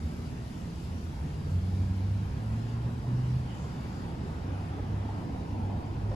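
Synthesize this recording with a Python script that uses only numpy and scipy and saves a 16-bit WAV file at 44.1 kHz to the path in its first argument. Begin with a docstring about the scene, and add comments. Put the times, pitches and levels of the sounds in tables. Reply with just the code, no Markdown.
"""A distant engine pulls away, rises in pitch, changes gear and pulls again over rumbling traffic.
It is heard near the grass of a quiet garden beside a town street; its exhaust booms in surges.
One car passes faintly, then the tyre roar of nearer ones slowly swells, with a few dull knocks from
wheels on the uneven road and a heavy vehicle's deep rumble. A far bird sings once in the soft hiss."""
import sys
import numpy as np
from scipy import signal
from scipy.fft import rfft, irfft, next_fast_len
from scipy.io import wavfile
from scipy.ndimage import uniform_filter1d, map_coordinates

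SR = 44100
rng = np.random.default_rng(int(sys.argv[2]) if len(sys.argv) > 2 else 0)


def unload_audio(sound):
    """Save the sound as a 16-bit wav file, at the path given as the first command line argument."""
    columns = np.transpose(np.atleast_2d(sound))
    # keep every value between -1 and 1, then stretch to whole-number steps
    steps = np.round(np.clip(columns, -1, 1) * 32767)
    wavfile.write(sys.argv[1], SR, steps.astype(np.int16))


N = 271215


def engine():
    """The firing rate and two overtones carry this far; they boom under load and sink at the gear change."""
    # engine speed, climbing through one gear and dropping into the next: t/s, firing rate/Hz
    speed = [(0, 79.5), (0.9, 82.2), (1.3, 86.35), (1.54, 91.14), (1.95, 94.6), (2.2, 100), (2.48, 109.2),
             (2.75, 115.8), (3.0, 121.2), (3.42, 126.7), (4.35, 88.05), (4.6, 95.6), (5.0, 101.6),
             (5.2, 102.1), (5.68, 96.6), (5.85, 102.6), (6.1, 104)]
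    # exhaust under the surges: t/s, level/dB, first overtone against the lowest tone/dB
    load = [(0, -52, -8), (1.1, -43, -17), (1.6, -40, -9.5), (2.3, -42, -14.5), (2.45, -31, -10.5),
            (3.0, -36.5, -9.5), (3.35, -31, -23.5), (3.48, -48, -11), (4.3, -55, -26), (4.75, -38.5, -24),
            (5.17, -36, -16), (5.35, -42.5, -14), (5.85, -38, -13), (6.15, -37, -22)]
    # booms of the exhaust: start/s, hold/s, level/dB
    surges = [(-0.05, 0.11, -36), (0.87, 0.081, -34.5), (1.495, 0.68, -28), (2.43, 0.2, -30.5),
              (2.73, 0.18, -32.5), (3.06, 0.305, -27), (4.43, 0.18, -33), (4.88, 0.14, -30),
              (5.51, 0.21, -31.7), (6.02, 0.07, -28.2)]
    # what the way from the street then takes off those levels: f/Hz, gain/dB
    carry = [(130, -2), (185, -3), (220, -3.5), (255, -5.5), (285, -13), (400, -10)]
    firing_hz, = curves(speed)
    firing_hz = firing_hz * (1 + 0.0027 * wobble(10))  # the speed wanders a little
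    steady_db, overtone_db = curves(load)
    note = np.zeros(N)
    for multiple, db in enumerate([0, overtone_db, overtone_db - 20], 1):
        partial = tone(multiple * firing_hz, flutter_db=0.67 * multiple, flutter_rate=25)
        note += amp(db + along(carry, multiple * firing_hz)) * partial
    note *= amp(1.17 * wobble(55))  # a quick, uneven shake in loudness
    booms = np.max([amp(db) * surge(start, hold) for start, hold, db in surges], axis=0)
    return np.maximum(booms, amp(steady_db)) * note * amp([[-.4], [.4]])  # a little to the right


def tyres():
    """Each car's tyres roar louder as it nears, and later turn dull; farther streets are always dull."""
    # passing cars: nearest at/s, level there/dB, time to drive its distance from us/s, dulls from/s
    cars = [(2.82, -51.5, 0.26, 4.3), (4.6, -49.5, 0.64, 4.97), (5.7, -43, 1.0, 4.57)]
    # bright tyre roar: f/Hz, level/dB
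    bright_spectrum = [(120, -10), (260, 5), (380, 3), (500, -0.5), (630, -3), (830, 1.0), (1000, -2.5),
                       (1250, -7), (1600, -12.5), (2500, -19.5), (4000, -29.5), (8000, -77)]
    # dull tyre roar: f/Hz, level/dB
    dull_spectrum = [(120, -19), (190, 5), (245, 11.5), (285, 9), (380, 2), (500, 1), (610, 0), (720, 3),
                     (850, 1.6), (990, .5), (1150, -9.5), (1600, -20), (2500, -22), (4000, -34),
                     (8000, -50)]
    far_road_db, dulling_s = -52, 0.86
    t = np.arange(N) / SR
    bright_power, dull_power = 0, amp(far_road_db) ** 2
    for nearest, db, passing, dull_from in cars:
        power = amp(db) ** 2 / (1 + ((t - nearest) / passing) ** 2)  # twice as far, a quarter the power
        dullness = np.clip((t - dull_from) / dulling_s, 0, 1)
        bright_power = bright_power + (1 - dullness) * power
        dull_power = dull_power + dullness * power
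    bright = np.sqrt(bright_power) * rush(bright_spectrum, patchy_db=2.4)
    dull = np.sqrt(dull_power) * rush(dull_spectrum, patchy_db=2.0)
    return amp(0.11 * wobble(9)) * (bright + dull)


def knocks(ring_s=0.14, rise_s=0.0034):
    """Wheels jolt on the uneven road: short bursts of noise that ring around one pitch and die away."""
    # knocks: t/s, level/dB, f/Hz, top of the band divided by f
    jolts = [(2.757, -46.5, 1060, 1.3), (3.04, -45, 642, 1.2), (4.78, -39.5, 560, 1.35),
             (5.087, -38.5, 816, 1.09), (5.695, -41, 773, 1.23), (6.112, -36.5, 571, 1.26)]
    out = np.zeros((2, N))
    t = np.arange(SR // 3) / SR
    for start, db, hz, edge in jolts:
        band = signal.butter(2, [hz / edge, hz * edge], "bandpass", fs=SR, output="sos")
        ring = unit(signal.sosfilt(band, rng.standard_normal(len(t))))
        hit = amp(db - 60 * t / ring_s) * (1 - np.exp(-t / rise_s)) * ring
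        out += np.pad(hit, (round(start * SR), N))[:N]
    return out


def far_engines(echo_share=0.44, spread_hz=15.6):
    """Other engines come through in short snatches, their notes partly blurred by echoes."""
    # snatches: start/s, hold/s, f/Hz, level/dB
    snatches = [(0, 0.28, 238.5, -46.5), (0.08, 0.22, 166, -44.5), (0.67, 0.074, 168, -41.5),
                (1.22, 0.23, 149, -37.5), (4.68, 0.45, 281, -48.5), (5.48, 0.11, 239.5, -43)]
    out = np.zeros(N)
    for start, hold, hz, db in snatches:
        direct = tone(hz + 2.17 * wobble(8.56), flutter_db=1.0, flutter_rate=16)
        echoes = narrow_noise(N, hz, spread_hz)
        note = np.sqrt(1 - echo_share) * direct + np.sqrt(echo_share) * echoes
        out += amp(db) * surge(start, hold) * note
    return out


def heavy_vehicle(nearest_s=6, nearest_db=-44, passing_s=0.17):
    """The deep rumble of a far, heavy vehicle swells as 1 / distance."""
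    # deep rumble: f/Hz, level/dB
    spectrum = [(22, -42), (38, -6), (48, -8), (58, -10), (90, -30), (300, -80)]
    t = np.arange(N) / SR
    distance = np.sqrt(1 + ((t - nearest_s) / passing_s) ** 2)  # 1 at its nearest
    return amp(nearest_db) / distance * rush(spectrum, patchy_db=2, alike=[(40, 1.0)])


def bird():
    """Distance and echoes blur each note of a bird into a softly swelling band of noise."""
    # one phrase: start/s, length/s, f/Hz, spread/Hz, level/dB
    song = [(3.441, 0.16, 3040, 130, -59), (3.517, 0.21, 6900, 650, -64), (3.621, 0.61, 4630, 170, -68)]
    t = np.arange(N) / SR
    out = np.zeros((2, N))
    for start, length, pitch_hz, spread_hz, db in song:
        swell = np.sin(np.pi * np.clip((t - start) / length, 0, 1))
        out += amp(db) * swell * narrow_noise((2, N), pitch_hz, spread_hz)
    return out


def traffic(rumble_db=-38.5, drone_db=-40, drifts_per_s=2.524):
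    """Many far engines blur into a deep rumble and a drone above it, both drifting in loudness."""
    # rumble: f/Hz, level/dB
    rumble_spectrum = [(15, -62), (25, -43), (38, -13), (50, -6.5), (66, 2.5), (85, 0.5), (110, -8),
                       (150, -5), (250, -33), (500, -78)]
    # drone: f/Hz, level/dB
    drone_spectrum = [(70, -11.5), (120, -0.5), (160, -1), (200, -3.5), (250, -7), (310, -14), (400, -16.5),
                      (550, -22.5), (1000, -33.5), (2000, -71)]
    rumble = rush(rumble_spectrum, patchy_db=1.9, alike=[(40, 0.99), (150, 0.99)])
    drone = rush(drone_spectrum, patchy_db=1.07)
    return (amp(rumble_db - 0.3 * wobble(drifts_per_s)) * rumble
            + amp(drone_db + 0.6 * wobble(drifts_per_s)) * drone)


def hiss(level_db=-54, treble_hz=4240, treble_fall_db_per_s=1.25, body_rise_db_per_s=0.04):
    """A wide, soft hiss that swells gently once, while its treble flickers and slowly fades."""
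    # hiss: f/Hz, level/dB
    spectrum = [(300, -16), (800, -0.5), (1300, 5.5), (1900, 0.5), (2700, 0), (3300, -2.5), (4100, -4),
                (4900, -2.5), (6100, -7), (7500, -9), (9000, -11), (10500, -12.5), (12300, -13.5),
                (13100, -18.5)]
    t = np.arange(N) / SR
    noise = rush(spectrum, patchy_db=2.0)
    body = filtered(noise, lambda hz: 1 / (1 + (hz / treble_hz) ** 2))
    treble = (noise - body) * amp(-treble_fall_db_per_s * t + 0.63 * wobble(18))
    swell_db = 1.8 * np.exp(-.5 * ((t - 3.74) / 0.32) ** 2)
    return amp(level_db + swell_db) * (body * amp(body_rise_db_per_s * t) + treble)


def machine_hum(pitch_hz=329, level_db=-62):
    """A machine hums faintly on one slightly wavering note."""
    return amp(level_db) * tone(pitch_hz + 2 * wobble(5.5), flutter_db=4.0, flutter_rate=4.02)


def rush(spectrum, patchy_db, alike=None):
    """Open-air stereo noise of average strength 1, with drifting louder and softer patches."""
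    # how alike left and right sound in the open air: f/Hz, likeness (1 = the same)
    open_air = [(60, 0.97), (150, .97), (260, 0.86), (400, 0.65), (620, 0.3), (750, 1), (1000, 0.35),
                (1200, 0.59), (1700, 0.27), (2500, 0.34), (3700, 0.32), (5700, 0.0075), (7300, 0.46),
                (8600, -0.49), (9500, -0.37), (10600, 0.55), (11600, 0.17), (12600, -0.47)]
    # how far the left side is ahead: f/Hz, phase/rad
    lead = [(60, 0), (260, -0.04), (400, 0.56), (620, 1), (750, 1.5), (900, 1.5), (1100, 2), (1450, 2.5),
            (1900, .5), (2300, 1.8), (3000, 0.2), (5500, 0)]
    # how much louder the left side is: f/Hz, level/dB
    lean = [(60, -1.2), (110, 0.1), (240, -3), (480, -2.5), (620, -1.5), (780, 0.1), (1700, 1.3), (2800, 3),
            (4100, 1), (4800, 3.5), (7200, 0.5), (9000, 0)]
    alike = alike or open_air
    cells = signal.stft(rng.standard_normal((2, N)), nperseg=1024)[2]  # noise split by pitch and time
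    patches = uniform_filter1d(rng.standard_normal(cells.shape[1:]), size=4, axis=0)
    patches = uniform_filter1d(patches, size=8, axis=1)
    pair = signal.istft(cells * amp(patchy_db * unit(patches)), nperseg=1024)[1][:, :N]
    width = lambda hz: np.arccos(np.clip(along(alike, hz), -1, 1)) / 2
    colour = lambda hz: amp(along(spectrum, hz)) * [np.cos(width(hz)), np.sin(width(hz))]
    mid, side = filtered(pair, colour)
    half = np.array([[.5], [-.5]])  # left and right move opposite ways
    place = lambda hz: amp(half * along(lean, hz)) * np.exp(1j * half * along(lead, hz))
    return unit(filtered(np.array([mid + side, mid - side]), place))


def tone(hz, flutter_db, flutter_rate):
    """A pure tone that follows a pitch curve; its strength flutters on the way through the air."""
    return unit(np.sin(2 * np.pi * np.cumsum(hz) / SR) * amp(flutter_db * wobble(flutter_rate)))


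def narrow_noise(shape, pitch_hz, spread_hz):
    """Noise gathered closely around one pitch."""
    bell = lambda hz: np.exp(-.5 * ((hz - pitch_hz) / spread_hz) ** 2)
    return unit(filtered(rng.standard_normal(shape), bell))


def surge(start, hold, rise_s=0.025, fall_s=0.11):
    """One boom of an exhaust rises from 0 to 1, holds and falls back."""
    t = np.arange(N) / SR - start
    return np.clip(t / rise_s, 0, 1) * np.clip(1 - (t - hold) / fall_s, 0, 1)


def amp(db):
    """Turn decibels into a number to multiply by."""
    return 10 ** (np.asarray(db) / 20)


def unit(x):
    """Scale to an average strength (rms) of 1."""
    return x / np.sqrt(np.mean(x ** 2) + 1e-20)


def along(points, hz):
    """Read between rows of f/Hz, value on a musical (log) pitch scale."""
    f, v = np.transpose(points)
    return np.interp(np.log(hz + 1), np.log(f + 1), v)


def curves(rows):
    """One value per sample for each column after the time."""
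    times, *columns = np.transpose(rows)
    return [np.interp(np.arange(N) / SR, times, column) for column in columns]


def wobble(rate):
    """A smooth curve through `rate` random points a second."""
    return map_coordinates(rng.standard_normal(int(N * rate / SR) + 4), [np.arange(N) * rate / SR])


def filtered(x, response):
    """Multiply each frequency in x by response(hz)."""
    size = next_fast_len(N + SR // 2)
    return irfft(rfft(x, size) * response(np.fft.rfftfreq(size, 1 / SR)), size)[..., :N]


def scene():
    """Everything heard in the garden, left and right."""
    return (engine() + far_engines() + traffic() + heavy_vehicle() + tyres() + knocks()
            + bird() + hiss() + machine_hum())


def record(dry):
    """The sound starts and stops without a click, and its highest treble is cut off."""
    fade_s, top_hz = 0.003, 13100
    from_edge_s = np.minimum(np.arange(N), np.arange(N)[::-1]) / SR
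    fade = np.minimum(from_edge_s / fade_s, 1)
    return filtered(dry * fade, lambda hz: hz < top_hz)


dry = scene()
out = record(dry)
unload_audio(out)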